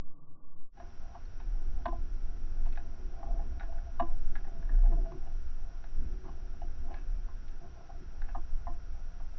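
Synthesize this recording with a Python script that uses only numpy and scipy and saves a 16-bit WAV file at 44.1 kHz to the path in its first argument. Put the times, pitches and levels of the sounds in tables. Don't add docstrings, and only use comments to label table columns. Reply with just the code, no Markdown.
import sys
import numpy as np
from scipy import signal
from scipy.fft import rfft, irfft
from scipy.io import wavfile
from scipy.ndimage import uniform_filter1d

SR = 44100
rng = np.random.default_rng(int(sys.argv[2]) if len(sys.argv) > 2 else 0)


def wav_out(sig):
    wavfile.write(sys.argv[1], SR, np.round(np.clip(np.atleast_2d(sig).T, -1, 1) * 32767).astype(np.int16))


N = 413658


def undb(db):
    return 10 ** (np.asarray(db) / 20)


def level(x, db):
    return x * undb(db) / np.sqrt(np.mean(x ** 2))


def band(lo_hz, hi_hz, order=2):
    sos = signal.butter(order, [lo_hz, hi_hz], "bandpass", fs=SR, output="sos")
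    return level(signal.sosfilt(sos, rng.standard_normal(N + SR))[SR:], 0)


def ring(x, modes):
    out = np.zeros(x.shape)
    for hz, db, t60_s in modes:
        r = np.exp(-np.log(1000) / (t60_s * SR))
        w = 2 * np.pi * hz / SR
        out += undb(db) * signal.lfilter([np.sin(w)], [1, -2 * r * np.cos(w), r * r], x)
    return out


def walk(rate_hz):
    k = int(SR / rate_hz)
    held = np.repeat(rng.standard_normal(N // k + 1), k)
    return uniform_filter1d(uniform_filter1d(held, k), k)[:N]


def swells(rows):
    t = np.arange(N) / SR
    gain = 0
    for middle_s, width_s, db in rows:
        phase = np.pi * np.clip((t - middle_s) / (2 * width_s), -.5, .5)
        gain = gain + undb(db) * np.cos(phase) ** 2
    return gain


# (time [s], slow buffeting [dB], quick buffeting [dB], mount shake [dB], case hum [dB])
WIND_LEVELS = [(0.8, -36, -49.5, -66, -59.5), (1.11, -36.5, -53, -45.5, -65.5),
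               (1.54, -32, -27, -57, -59.5), (1.71, -23, -51, -42, -55), (1.85, -29, -35.5, -47, -57),
               (2.9, -30.5, -42, -51, -55.5), (3.15, -32.5, -40, -48, -58.5),
               (3.57, -30.5, -31.5, -49, -55.5), (3.98, -32, -45.5, -48.5, -62),
               (4.03, -30, -36.5, -47.5, -61), (4.17, -20.5, -37, -52.5, -55.5),
               (4.55, -31.5, -48, -51, -54), (4.75, -37.5, -24, -41.5, -65), (4.93, -33, -20, -45, -49),
               (5.08, -35.5, -32.5, -47.5, -53.5), (5.2, -31.5, -50, -46.5, -58),
               (5.91, -31, -46, -55.5, -64.5), (5.99, -23, -44, -37.5, -54),
               (6.17, -33.5, -36.5, -51.5, -56), (6.61, -31, -49, -47.5, -57.5),
               (7.23, -32.5, -32.5, -49, -62.5), (7.8, -41, -58, -59.5, -65),
               (8.23, -30, -38.5, -52.5, -61), (8.92, -30, -48.5, -49, -65.5),
               (9.38, -36, -41.5, -56, -66.5)]
# (slow buffeting [dB], quick buffeting [dB], mount shake [dB], case hum [dB])
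OPENING_WIND = (-34.5, -37, -57, -73)


def wind_gains():
    t = np.arange(N) / SR
    s, *columns = np.transpose([(0.42, *OPENING_WIND)] + list(WIND_LEVELS))
    return [undb(np.interp(t, s, column)) for column in columns]


def buffeting(slow, quick):
    return slow * band(8.64, 21.1, order=3) + quick * band(22.85, 34.9, order=4)


# (frequency [Hz], width [Hz], relative level [dB])
MOUNT_BANDS = [(53.86, 13, 0), (68, 21, -5.5)]


def mount_shake(shake):
    unsteady = shake * undb(3.5 * walk(5))
    return unsteady * sum(undb(db) * band(hz - w / 2, hz + w / 2) for hz, w, db in MOUNT_BANDS)


# (frequency [Hz], gain [dB], t60 [s])
CASE_MODES = [(126.9, -18.5, 0.34), (149.4, -15, 0.34), (250, -11, 0.14), (334, -16, 0.2), (372, -19, 0.34),
              (697.2, 3, 0.071), (778, -2, 0.075), (809.7, -9.5, 0.17), (940, -8, 0.05), (1016, -13, 0.26),
              (1055, -3.5, 0.07), (1140, -5, 0.035), (1520, 2, 0.03), (1673, 7.5, 0.031), (1810, -5, 0.048),
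              (2000, -7, 0.03), (2280, 3, 0.015), (2580, 5, 0.018), (2900, 4, 0.042), (3400, -4, 0.014),
              (3800, -1, 0.02), (4200, -8, 0.012), (4600, -12, 0.01)]
# (middle [s], width [s], level at 250 Hz before trim [dB], tilt [dB/octave])
HUM_BUMPS = [(1.9, 0.089, -51, 5), (3.043, 0.079, -56, 8.5), (3.275, .05, -48.5, -0.5),
             (4.591, 0.036, -49, -5), (4.725, 0.088, -49, -1), (4.949, 0.087, -44, -3),
             (5.152, 0.057, -44.5, -3), (5.05, 0.1, -54, -6), (6.046, 0.035, -54, -11),
             (6.286, 0.095, -50.5, -0.5), (6.94, 0.17, -55.5, 9), (7.655, 0.067, -52, 0.5),
             (8.009, 0.052, -49.5, -6)]


def case_hum(hum):
    flicker_db = 3
    low_modes = CASE_MODES[:5]
    eddies = [ring(rng.standard_normal(N) * undb(flicker_db * walk(6)), [m]) for m in low_modes]
    tones = 0
    for (hz, _, _), eddy in zip(low_modes, eddies):
        bumps = swells([(s, w, db + tilt * np.log2(hz / 250)) for s, w, db, tilt in HUM_BUMPS])
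        tones = tones + (hum + bumps) * eddy
    tones = tones * undb(-4.5) / np.std(sum(eddies))
    rumble = hum * undb(-7.0 + flicker_db * walk(10)) * band(77, 390, order=3)
    return tones + rumble


# (middle [s], width [s], level [dB])
AIR_PUFFS = [(0.115, .02, -65), (0.155, .03, -66), (0.215, .015, -68), (1.11, 0.12, -69.5),
             (1.71, 0.34, -71.5), (2.5, 0.2, -76.5), (3.21, 0.036, -72), (3.45, 1, -67.5),
             (4.11, 0.08, -60.5), (4.91, 0.11, -73), (5.24, 0.088, -65), (6.545, 0.02, -61),
             (6.94, 0.12, -58.5), (8.74, .07, -62.5), (4.7, 0.16, -76), (5.0, 0.16, -75.5),
             (3.3, 0.086, -61), (3.42, 0.036, -69), (7.65, 0.05, -61), (7.81, 0.09, -62),
             (7.905, .02, -54.5), (7.95, 0.07, -64)]


def air_rush():
    gain = undb(-69.5 + 0.5 * walk(11)) + swells(AIR_PUFFS)
    air = band(620, 877, order=1) * undb(3.4 * walk(16))
    return gain * level(ring(air, CASE_MODES[5:12]), -0.038)


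# (frequency [Hz], relative density [dB])
HISS_SHAPE = [(80, -6), (190, -19), (300, -24.5), (510, -28), (900, -30), (1150, -32.5), (1470, -27),
              (1900, -35.5), (3000, -40.5), (4400, -44.5), (5600, -40), (6200, -47), (6700, -59.5),
              (7200, -50.5)]


def hiss():
    f = np.fft.rfftfreq(N, 1 / SR) + 1
    hz, db = np.transpose(HISS_SHAPE)
    colour = undb(np.interp(np.log(f), np.log(hz), db)) * (f > 50)
    return level(irfft(rfft(rng.standard_normal(N)) * colour, N), -56.5)


FRAME_HZ = 120


def whine():
    t = np.arange(N) / SR
    frame = t * FRAME_HZ
    is_on = (frame % 1 > .39) & (frame % 1 < .95)
    gate = is_on * undb(-1.8 * (frame % 2 > 1))
    gate = uniform_filter1d(gate, 40)
    phase, detune = rng.standard_normal((int(frame[-1]) + 1, 2))[frame.astype(int)].T
    tone = np.sin(2 * np.pi * ((5670 + 70 * detune) * t + phase))
    return gate * (undb(-69.5) * tone + undb(-83.5) * band(5000, 5240, order=1))


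BUZZ_HARMONICS = (11, 12, 21, 22, 23, 26, 27, 28, 39)
BUZZ_LEVELS_DB = (-79.5, -78.5, -90, -95.5, -91, -99, -96.5, -100.5, -99)


def buzz():
    frame = np.arange(N) / SR * FRAME_HZ
    harmonics = zip(BUZZ_HARMONICS, BUZZ_LEVELS_DB)
    return sum(np.sqrt(2) * undb(db) * np.sin(2 * np.pi * k * frame + k * k) for k, db in harmonics)


def tick():
    rate_hz, width_s = 8.004, .003
    t = np.arange(N) / SR
    offset_s = ((t * rate_hz + .5) % 1 - .5) / rate_hz
    return undb(-74) * np.exp(-(offset_s / width_s) ** 2) * np.sin(2 * np.pi * 6150 * t)


# (time [s], level [dB], knock share [dB], clack share [dB], click above clack [dB], drag [ms])
CONTACTS = [(0.772, -43.5, -20, -18.5, -9, 4.9), (0.8, -39, -11, -21.5, -12, 3.7),
            (1.149, -40.5, -6, -27, -8, 5.44), (1.4, -47.5, -6, -15, -3.5, 4.9),
            (1.857, -24, -5.5, -19.5, -10, 4.1), (1.925, -33, -15, -38, -6, 4.2),
            (2.655, -45, -8, -22, -1, 9.6), (2.726, -60, -15, -7.5, 3, 1.5), (2.734, -63, -23, -9.5, 7, 2),
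            (2.757, -58, -17, -6, 0, 3), (2.774, -38, -17, -11.5, -9.5, 3.1),
            (3.23, -39, -8, -27, -15, 2.6), (3.386, -42.5, -21, -22, -15, 10.1),
            (3.5975, -47.5, -11, -7, -5, 2.9), (3.603, -38.5, -15, -10.5, -17, 7.1),
            (3.629, -43.5, -11, -19, -7, 4.8), (3.724, -46, -22, -23, -8, 3.7),
            (3.779, -50, -21, -9, -17, 4.2), (3.998, -19, -7.5, -26, -7.5, 4.63),
            (4.355, -39, -14.5, -6.5, -14.5, 3.9), (4.442, -48.5, -13, -11.5, -17, 5.6),
            (4.47, -49, -12.5, -15, -11, 4.8), (4.626, -51.5, -6.5, -9, -14, 2.8),
            (4.692, -45, -9, -7.5, -29, 2.5), (4.743, -51.5, -12, -9, -18.5, 4),
            (4.782, -58, -3, -7.5, -18, 4.1), (4.834, -45.5, -9, -25, -1.5, 5.3),
            (4.855, -41.5, -17, -20, -13, 6.14), (4.914, -43, -13, -20.5, -15, 6.4),
            (4.929, -48, -0.5, -23, -14, 4.5), (4.975, -51, -14, -29, -7, 5.7),
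            (5.059, -47, -10.5, -19, -14, 4.1), (5.119, -49, 1, -21, -3, 4.3),
            (5.271, -47, -18, -26, 0, 4.4), (5.841, -46.5, -19, -14, -8.5, 3.5),
            (6.242, -52, -1.5, -17, -10, 16), (6.278, -43, -6, -28, -1, 9.7),
            (6.618, -37.5, -32, -32, 0, 0.9), (6.901, -43, -18, -25, -10, 16),
            (6.942, -43, -14, -11, -6, 2.34), (7.283, -52, 1.5, -17, -14, 6.4),
            (7.481, -65.5, -9, -7, 6, 3.8), (8.219, -46, -13, -6, -14.5, 3.2),
            (8.245, -57, -12, -7, -12, 3.8), (8.2815, -45, -11, -12, -19, 6.3),
            (8.35, -31.5, -6, -28, -13, 4.5), (8.67, -32.5, -8, -27, -19, 4.6),
            (9.198, -49, -5.5, -26, -13, 5.2)]
# (low [Hz], high [Hz])
CONTACT_BANDS_HZ = [(640, 900), (880, 1250), (1400, 2150), (2150, 4600)]
DRY_PARTS = (.2, .3, 1.6, 2.6)
# (thud, knock, clack, click [ms])
BAND_LAGS_MS = (1.3, 0.3, 2.2, 2.4)


def contacts():
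    s, contact_db, knock_db, clack_db, click_db, drag_ms = np.transpose(CONTACTS)
    base_thud_db, hard_from_db, thud_loss = -6, -17.5, 0.57
    thud_db = base_thud_db - thud_loss * np.maximum(clack_db - hard_from_db, 0)
    share_db = thud_db, knock_db, clack_db, clack_db + click_db

    t = np.arange(int(.15 * SR)) / SR
    sharp = np.exp(-(drag_ms / 4.45) ** 4)[:, None]
    age = t / (drag_ms[:, None] * .001)
    swell_in = sharp + (1 - sharp) * 2 * age ** 2
    push = rng.standard_normal((len(s), len(t))) * swell_in * np.exp(-age * (2 - sharp))
    push[:, 0] = 8.9 * sharp[:, 0] * undb(thud_db - base_thud_db)

    spot_db = 2.5 * rng.standard_normal((len(s), len(CASE_MODES)))
    spot_db[:, 9] += np.clip(.5 * (contact_db - contact_db.max()), -12, 0)
    spot_db[:, 18] -= np.clip(2 * (clack_db + 18), 0, 14)

    sound = 0
    fills_db = (-5, -10, -4, -4)
    bands = zip(CONTACT_BANDS_HZ, share_db, DRY_PARTS, fills_db, BAND_LAGS_MS)
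    for (lo, hi), db, dry_part, fill_db, lag_ms in bands:
        order = 5 if hi > 4000 else 3
        sos = signal.butter(order, [lo, hi], "bandpass", fs=SR, output="sos")
        drive = signal.sosfilt(sos, push)
        part = 10 * dry_part * drive
        for k, mode in enumerate(CASE_MODES):
            if lo < mode[0] <= hi:
                part = part + undb(spot_db[:, [k]]) * ring(drive, [mode])
        early_rms = np.sqrt(np.mean(part[:, :SR // 40] ** 2, axis=1))
        part = np.pad(part, ((0, 0), (int(lag_ms * SR / 1000), 0)))[:, :len(t)]
        sound = sound + part * (undb(contact_db + db + fill_db) / early_rms)[:, None]

    lead_s = 0.0028 + .3 * (1 - sharp[:, 0]) * drag_ms * .001
    starts = ((s - lead_s) * SR).astype(int)
    direct, blows = np.zeros(N + len(t)), np.zeros(N)
    for start, row, db in zip(starts, sound, contact_db + thud_db):
        direct[start:start + len(t)] += row
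        blows[start] = undb(db)
    return direct, blows


# (frequency [Hz], gain [dB], t60 [s], delay [s])
BOOM_MODES = [(249.6, -14.5, .07, .014), (335.4, -17, 0.1, .025)]


def boom(blows):
    out = 0
    for hz, db, t60_s, late_s in BOOM_MODES:
        once = ring(np.roll(blows, int(late_s * SR)), [(hz, db, t60_s)])
        out = out + ring(once, [(hz, 0, t60_s)]) * 37 / (t60_s * SR)
    return undb(2.5) * out


def walls(direct):
    wall_s, yard_t60_s, yard_gap_s = .024, 0.22, 0.0079
    t = np.arange(int(.5 * SR)) / SR
    yard = rng.standard_normal(len(t)) * undb(-60 * t / yard_t60_s) * (t > yard_gap_s)
    yard = yard / np.sqrt(np.sum(yard ** 2))
    yard = signal.sosfilt(signal.butter(2, 1500, fs=SR, output="sos"), yard)
    slap = undb(-12) * np.roll(direct[:N], int(wall_s * SR))
    return slap + undb(-15) * signal.fftconvolve(direct, yard)[:N]


def sticks():
    direct, blows = contacts()
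    return direct[:N] + boom(blows) + walls(direct)


# (time [s], strike level [dB])
LINK_TOUCHES = [(1.2545, -52), (2.6465, -58), (2.659, -61), (2.666, -61), (2.687, -54), (2.699, -61),
                (2.7255, -57), (2.775, -58)]
# (frequency [Hz], gain [dB], t60 [s])
LINK_MODES = [(4330, -9.5, 0.03)]


def tinks():
    touches = np.zeros(N)
    for s, db in LINK_TOUCHES:
        touches[int(s * SR)] = undb(db)
    return ring(touches, LINK_MODES)


# (middle [s], width [s], level [dB])
CHAIN_RATTLES = [(1.42, 0.034, -72), (2.69, .06, -69.5), (2.8, 0.022, -70), (3.63, 0.071, -71),
                 (4.39, 0.052, -68), (4.46, 0.046, -76), (4.7, .1, -78), (6.92, 0.025, -66),
                 (6.98, 0.09, -65.5), (8.25, .04, -75), (8.3, 0.037, -65)]


def rattle():
    clicks_per_s = 700
    clicks = (rng.random(N) < clicks_per_s / SR) * rng.standard_normal(N)
    return swells(CHAIN_RATTLES) * level(ring(clicks, CASE_MODES[12:18]), 0)


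# (middle [s], width [s], level [dB])
WHISTLE_GUSTS = [(3.21, 0.071, -52), (3.295, 0.055, -48.5), (3.35, 0.031, -53), (3.395, 0.045, -54),
                 (3.687, 0.04, -50.5), (3.732, 0.025, -54.5), (3.77, 0.035, -57), (3.86, 0.1, -57.5),
                 (4.55, 0.052, -55.5), (4.63, 0.066, -62.5), (4.71, 0.045, -60), (4.8, 0.037, -56.5),
                 (4.875, 0.053, -53), (4.925, 0.03, -51), (4.984, 0.034, -46.5), (5.066, 0.032, -46),
                 (5.103, .03, -45.5), (5.145, 0.036, -55), (7.79, 0.059, -60), (7.955, 0.06, -61)]


def whistle():
    cycles = np.cumsum(677 + 11.1 * walk(40)) / SR
    tone = undb(2.5 * walk(40)) * np.sin(2 * np.pi * cycles)
    return swells(WHISTLE_GUSTS) * (tone + undb(-7) * band(655, 712))


def scene():
    slow, quick, shake, hum = wind_gains()
    wind = buffeting(slow, quick) + mount_shake(shake) + case_hum(hum) + air_rush() + whistle()
    electronics = hiss() + whine() + buzz() + tick()
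    chain = tinks() + rattle()
    return (wind + electronics + sticks() + chain)[None]


def record(dry):
    slow_factor, cut_s, top_hz = 5, .716, 7300
    top = signal.ellip(10, .2, 60, top_hz, fs=SR, output="sos")
    live = signal.sosfilt(top, dry)
    t = np.arange(N) / SR
    opening = live[:, SR // 10:SR // 10 + SR // 4]
    slowed = signal.resample_poly(opening, slow_factor, 1, axis=1, window=("kaiser", 12))
    slowed = np.pad(slowed, ((0, 0), (0, N - slowed.shape[1])))
    fade_out = np.clip((cut_s - t) / 0.11, 0, 1)
    fade_in = np.clip((t - cut_s) / 0.1, 0, 1)
    return signal.sosfilt(top, undb(0.5) * fade_out * slowed + fade_in * live)


dry = scene()
out = record(dry)
wav_out(out)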